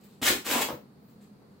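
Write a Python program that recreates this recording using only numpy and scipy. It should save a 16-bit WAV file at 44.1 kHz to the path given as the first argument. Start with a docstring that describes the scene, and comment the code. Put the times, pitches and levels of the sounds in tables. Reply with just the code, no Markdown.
"""A plastic vacuum pack is pulled in two quick strokes in a small bare room.
The film slips in a dense rush of tiny catches; it is taut and rings on the first pull.
The pack flexes with soft bumps, thuds in the hands and settles with a dull flop.
Faint brushes of film come before and after, over the low hum of the room."""
import sys
import numpy as np
from scipy import signal
from scipy.fft import rfft, irfft
from scipy.io import wavfile
from scipy.ndimage import uniform_filter1d

SR = 44100
rng = np.random.default_rng(int(sys.argv[2]) if len(sys.argv) > 2 else 0)


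def generate_wav(signal):
    """Clip the signal to [-1, 1] and save it as 16-bit WAV at the path in sys.argv[1]."""
    frames = np.transpose(np.atleast_2d(signal))
    scaled = np.clip(frames, -1, 1) * 32767
    pcm = np.round(scaled).astype(np.int16)
    wavfile.write(sys.argv[1], SR, pcm)


N = 70560
T = np.arange(N) / SR

# pack body resonances: (frequency [Hz], width [Hz], gain [dB])
BODY_MODES = [(254, 33, 1.5), (276, 12, 3.5), (384, 25, 3.5), (473.6, 26, -2)]


def from_db(db):
    """Decibels to gain."""
    return 10 ** (np.asarray(db) / 20)


def unit_rms(x):
    """Scale to rms 1."""
    return x / np.sqrt(np.mean(x ** 2) + 1e-20)


def at_hz(points, hz):
    """Interpolate on a log-frequency axis."""
    f, value = np.transpose(points)
    return np.interp(np.log(hz + 1), np.log(f), value)


def envelope(points):
    """Gain along a level curve, silent outside it."""
    time_s, db = np.transpose(points)
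    return from_db(np.interp(T, time_s, db, left=-200, right=-200))


def colour(x, spectrum):
    """Minimum-phase filter with the given spectrum."""
    hz = np.arange(N + 1) * SR / (2 * N)
    cepstrum = irfft(np.log(from_db(at_hz(spectrum, hz))))
    cepstrum[1:N] *= 2
    cepstrum[N + 1:] = 0
    return irfft(rfft(x, 2 * N) * np.exp(rfft(cepstrum)))[..., :N]


def lowpass(x, hz):
    """Second-order low-pass."""
    return signal.sosfilt(signal.butter(2, hz, fs=SR, output="sos"), x)


def resonate(x, hz, width_hz):
    """One resonance, unity peak gain."""
    r = np.exp(-np.pi * width_hz / SR)
    b = np.array([1, 0, -1]) * (1 - r * r) / 2
    a = [1, -2 * r * np.cos(2 * np.pi * hz / SR), r * r]
    return signal.lfilter(b, a, x + 1e-18)


def ring(x, modes):
    """Parallel resonances."""
    return sum(from_db(db) * resonate(x, hz, width_hz) for hz, width_hz, db in modes)


def diffuse_noise():
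    """Stereo noise from all sides: alike in the bass, nearly unrelated in the treble."""
    # (frequency [Hz], left-right correlation [-])
    correlation = [(100, 0.89), (280, 0.84), (550, 0.45), (1000, -0.03), (1500, -0.17), (2500, -0.023),
                   (15000, -0.22)]
    mid, side = rfft(rng.standard_normal((2, N)))
    alike = at_hz(correlation, np.arange(len(mid)) * SR / N)
    return unit_rms(irfft(np.sqrt(1 + alike) * mid + np.sqrt(1 - alike) * side * [[1], [-1]], N))


def friction(spectrum, catches_per_s=3500, spread_db=3, hiss_share=0.53, judder_db=1.5):
    """Sliding film: tiny uneven catches over a smooth hiss, juddering; rms 1."""
    sizes = from_db(spread_db * np.minimum(rng.exponential(1, N), 4)) * rng.choice([-1, 1], N)
    catches = unit_rms(sizes * (rng.random(N) < catches_per_s / SR))
    judder = unit_rms(lowpass(rng.standard_normal(N), hz=120))
    slip = np.sqrt(1 - hiss_share) * catches + np.sqrt(hiss_share) * rng.standard_normal(N)
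    return unit_rms(colour(slip * from_db(judder_db * judder), spectrum))


def room(x, wet_db, t60_s=0.25, first_echo_s=0.0018, smooth_hz=200, places=4, wander_hz=18):
    """Direct sound plus an evenly coloured wall tail that changes as the rubbing wanders."""
    walls = 0
    for k in range(places):
        spectrum = rfft(diffuse_noise() * from_db(-60 * T / t60_s) * (T > first_echo_s))
        power = uniform_filter1d(np.abs(spectrum) ** 2, size=smooth_hz * N // SR, axis=1)
        tail = irfft(spectrum / np.sqrt(power), N)[:, :SR // 2]
        weight = np.maximum(np.cos(2 * np.pi * (wander_hz * T - k / places)), 0)
        walls = walls + signal.fftconvolve((x * weight)[None], tail, axes=1)[:, :N]
    wet = from_db(wet_db)
    return (x + wet * walls) / np.sqrt(1 + wet ** 2)


def hum(rumble_db=-55, tone_db=-60.5):
    """Low ventilation-like rumble with one wavering tone."""
    # (frequency [Hz], relative density [dB])
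    spectrum = [(25, -62), (50, -12), (100, -11.5), (135, 0), (170, -6.5), (205, 3), (320, -12), (430, -7),
                (570, -16.5), (1200, -21), (2000, -29.5), (3300, -36), (4400, -27.5), (5600, -39.5),
                (15500, -38.5)]
    tone = unit_rms(resonate(rng.standard_normal(N), hz=194, width_hz=19))
    rumble = unit_rms(colour(diffuse_noise(), spectrum))
    return from_db(rumble_db) * rumble + from_db(tone_db) * tone


def touches(events, spectrum):
    """Light friction: linear swell, exponential decay."""
    gain = 0
    for start_s, db, attack_s, decay_s in events:
        swell = np.clip((T - start_s) / attack_s, 0, 1)
        decay = np.exp(-np.maximum(T - start_s - attack_s, 0) / decay_s)
        gain = gain + from_db(db) * swell * decay
    return gain * friction(spectrum)


def brushes():
    """Faint brushes of film."""
    # (time [s], level [dB], attack [s], decay [s])
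    events = [(0, -62, .01, .03), (.034, -60, .005, .03), (.075, -64.5, .05, 0.049), (1.06, -68, .04, .03),
              (1.195, -62.5, 0.036, 0.027), (1.5, -77, 0.025, 0.041)]
    # (frequency [Hz], relative density [dB])
    spectrum = [(500, -4), (2500, 3.5), (4300, 3.5), (5700, -5), (7700, 5.5), (9500, -6.5), (12500, -1),
                (15000, -5.5)]
    return touches(events, spectrum)


def sizzles():
    """Thin sizzle of film sliding on film."""
    # (time [s], level [dB], attack [s], decay [s])
    events = [(.034, -53, 0.0042, 0.02), (.685, -42, .025, .025), (.96, -63, 0.14, 0.032)]
    # (frequency [Hz], relative density [dB])
    spectrum = [(3000, -34), (10000, -23.5), (12500, -5.5), (14800, 6.5)]
    return touches(events, spectrum)


def thuds(decay_s=0.037):
    """The weight of the pack shifts in the hands."""
    # (time [s], level [dB])
    events = [(0.215, -51), (.298, -41), (0.718, -48.5)]
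    # (frequency [Hz], relative density [dB])
    spectrum = [(25, -25), (50, -14), (80, 0), (108, -9), (140, 0.5), (300, -25.5), (1500, -57.5)]
    gain = sum(from_db(db) * (T > s) * np.exp(-np.abs(T - s) / decay_s) for s, db in events)
    return gain * unit_rms(colour(rng.standard_normal(N), spectrum))


def flop(width_hz=330, hollow_db=1.5):
    """The slack pack settles; its hollow resonance sinks in pitch."""
    # (time [s], level [dB])
    levels = [(.682, -55), (.687, -30.5), (.705, -30), (.718, -38), (.735, -40), (.765, -55), (.8, -72)]
    # (frequency [Hz], relative density [dB])
    spectrum = [(25, -52), (80, -16.5), (200, 2), (480, 2), (750, -4.5), (1100, -1.5), (1600, -8),
                (3000, -13), (6000, -20), (9500, -49), (15000, -28)]
    # (time [s], resonance [Hz])
    glide = [(.68, 1100), (0.704, 520), (.76, 380)]
    scuff = friction(spectrum)
    time_s, hz = np.transpose(glide)
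    carrier = np.exp(2j * np.pi * np.cumsum(np.interp(T, time_s, hz)) / SR)
    r = np.exp(-np.pi * width_hz / SR)
    hollow = np.real(carrier * signal.lfilter([1 - r], [1, -r], scuff / carrier))  # gliding band-pass
    return unit_rms(scuff + from_db(hollow_db) * unit_rms(hollow)) * envelope(levels)


def bumps(body_db=-1):
    """Each flex is a short dull crumple that rings the body."""
    # (time [s], level [dB], low-pass [Hz], decay [s])
    flexes = [(0.216, -34, 415, 0.004), (0.222, -29.5, 450, 0.015), (0.304, -25, 480, 0.015),
              (0.512, -34.5, 393, 0.016), (0.556, -27, 1210, 0.0087), (0.606, -38.5, 302, .02),
              (0.809, -58.5, 350, .04), (1.418, -53.5, 711, 0.018)]
    # (frequency [Hz], relative density [dB])
    spectrum = [(25, -45.5), (80, -25), (130, -19), (200, -9), (285, 4.5), (380, -1), (520, -4.5),
                (1100, -3), (3000, -15)]
    out = np.zeros(N)
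    for start_s, db, cutoff_hz, decay_s in flexes:
        dull = unit_rms(lowpass(friction(spectrum), cutoff_hz))
        out += from_db(db) * dull * (T > start_s) * np.exp(-np.abs(T - start_s) / decay_s)
    return out + from_db(body_db) * ring(out, BODY_MODES)


def crumple():
    """Hollow crumpling at the height of the second pull."""
    # (time [s], level [dB])
    levels = [(.5, -44), (.545, -32.5), (.572, -30.5), (.625, -37.5), (.65, -53)]
    # (frequency [Hz], relative density [dB])
    spectrum = [(100, -33), (430, -21), (640, -2), (800, -6), (1000, 0.5), (1300, -11.5), (1700, -24),
                (5000, -40.5)]
    return friction(spectrum) * envelope(levels)


def first_pull(body_db=-4):
    """Sliding film rings the body and the taut film itself."""
    # (time [s], level [dB])
    levels = [(.215, -54.5), (.2175, -32.5), (.236, -27), (.256, -22), (.277, -18), (.305, -25.5),
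              (.33, -32), (.37, -44), (.44, -62)]
    # (frequency [Hz], relative density [dB])
    spectrum = [(25, -29.5), (75, -11), (150, -14.5), (300, -7), (750, -2.5), (1700, -3), (2500, -1),
                (3500, -2.5), (5500, -7), (7900, -3), (9200, -10), (15500, -8)]
    # (frequency [Hz], width [Hz], gain [dB])
    film_modes = [(1432, 65, -2), (1760, 52, 2.5), (2122, 50, -6.5), (3080, 84, -1.5), (3310, 60, -3.5),
                  (3900, 360, -7.5)]
    rub = friction(spectrum) * envelope(levels)
    pack = rub + from_db(body_db) * ring(rub, BODY_MODES)
    return pack + ring(pack, film_modes)


def second_pull(body_db=-3.5):
    """Sliding film rings the body only."""
    # (time [s], level [dB])
    levels = [(.44, -50.5), (.456, -31), (.483, -30), (.503, -24.5), (.558, -25), (.597, -30),
              (.622, -22.5), (.641, -33.5), (.675, -59)]
    # (frequency [Hz], relative density [dB])
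    spectrum = [(25, -32.5), (70, -13), (150, -8), (250, -1.5), (450, -0.5), (1050, -0.5), (1500, 0),
                (3200, 0), (5500, -7.5), (7800, -3.5), (9200, -10), (15500, -6.5)]
    rub = friction(spectrum) * envelope(levels)
    return rub + from_db(body_db) * ring(rub, BODY_MODES)


def scene():
    """The pack in the room, slightly left, over the hum."""
    # (frequency [Hz], left over right [dB])
    balance = [(150, 0), (600, 2.5), (3500, 1.5), (4600, 5), (5250, -10), (5800, -0.5), (8000, 1),
               (12300, -2), (13500, 7.5), (15500, 0.5)]
    film = room(first_pull() + second_pull() + crumple() + brushes() + sizzles(), wet_db=2.5)
    left, right = film + room(bumps() + flop(), wet_db=-1) + thuds()
    left = colour(left, [(hz, db / 2) for hz, db in balance])
    right = colour(right, [(hz, -db / 2) for hz, db in balance])
    return np.array([left, right]) + hum()


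def record(dry, low_cut_hz=48, high_cut_hz=15800):
    """The microphone loses the deepest bass; the top is cut steeply."""
    thin = signal.sosfilt(signal.butter(4, low_cut_hz, "high", fs=SR, output="sos"), dry)
    return signal.sosfilt(signal.ellip(12, .1, 80, high_cut_hz, fs=SR, output="sos"), thin)


dry = scene()
out = record(dry)
generate_wav(out)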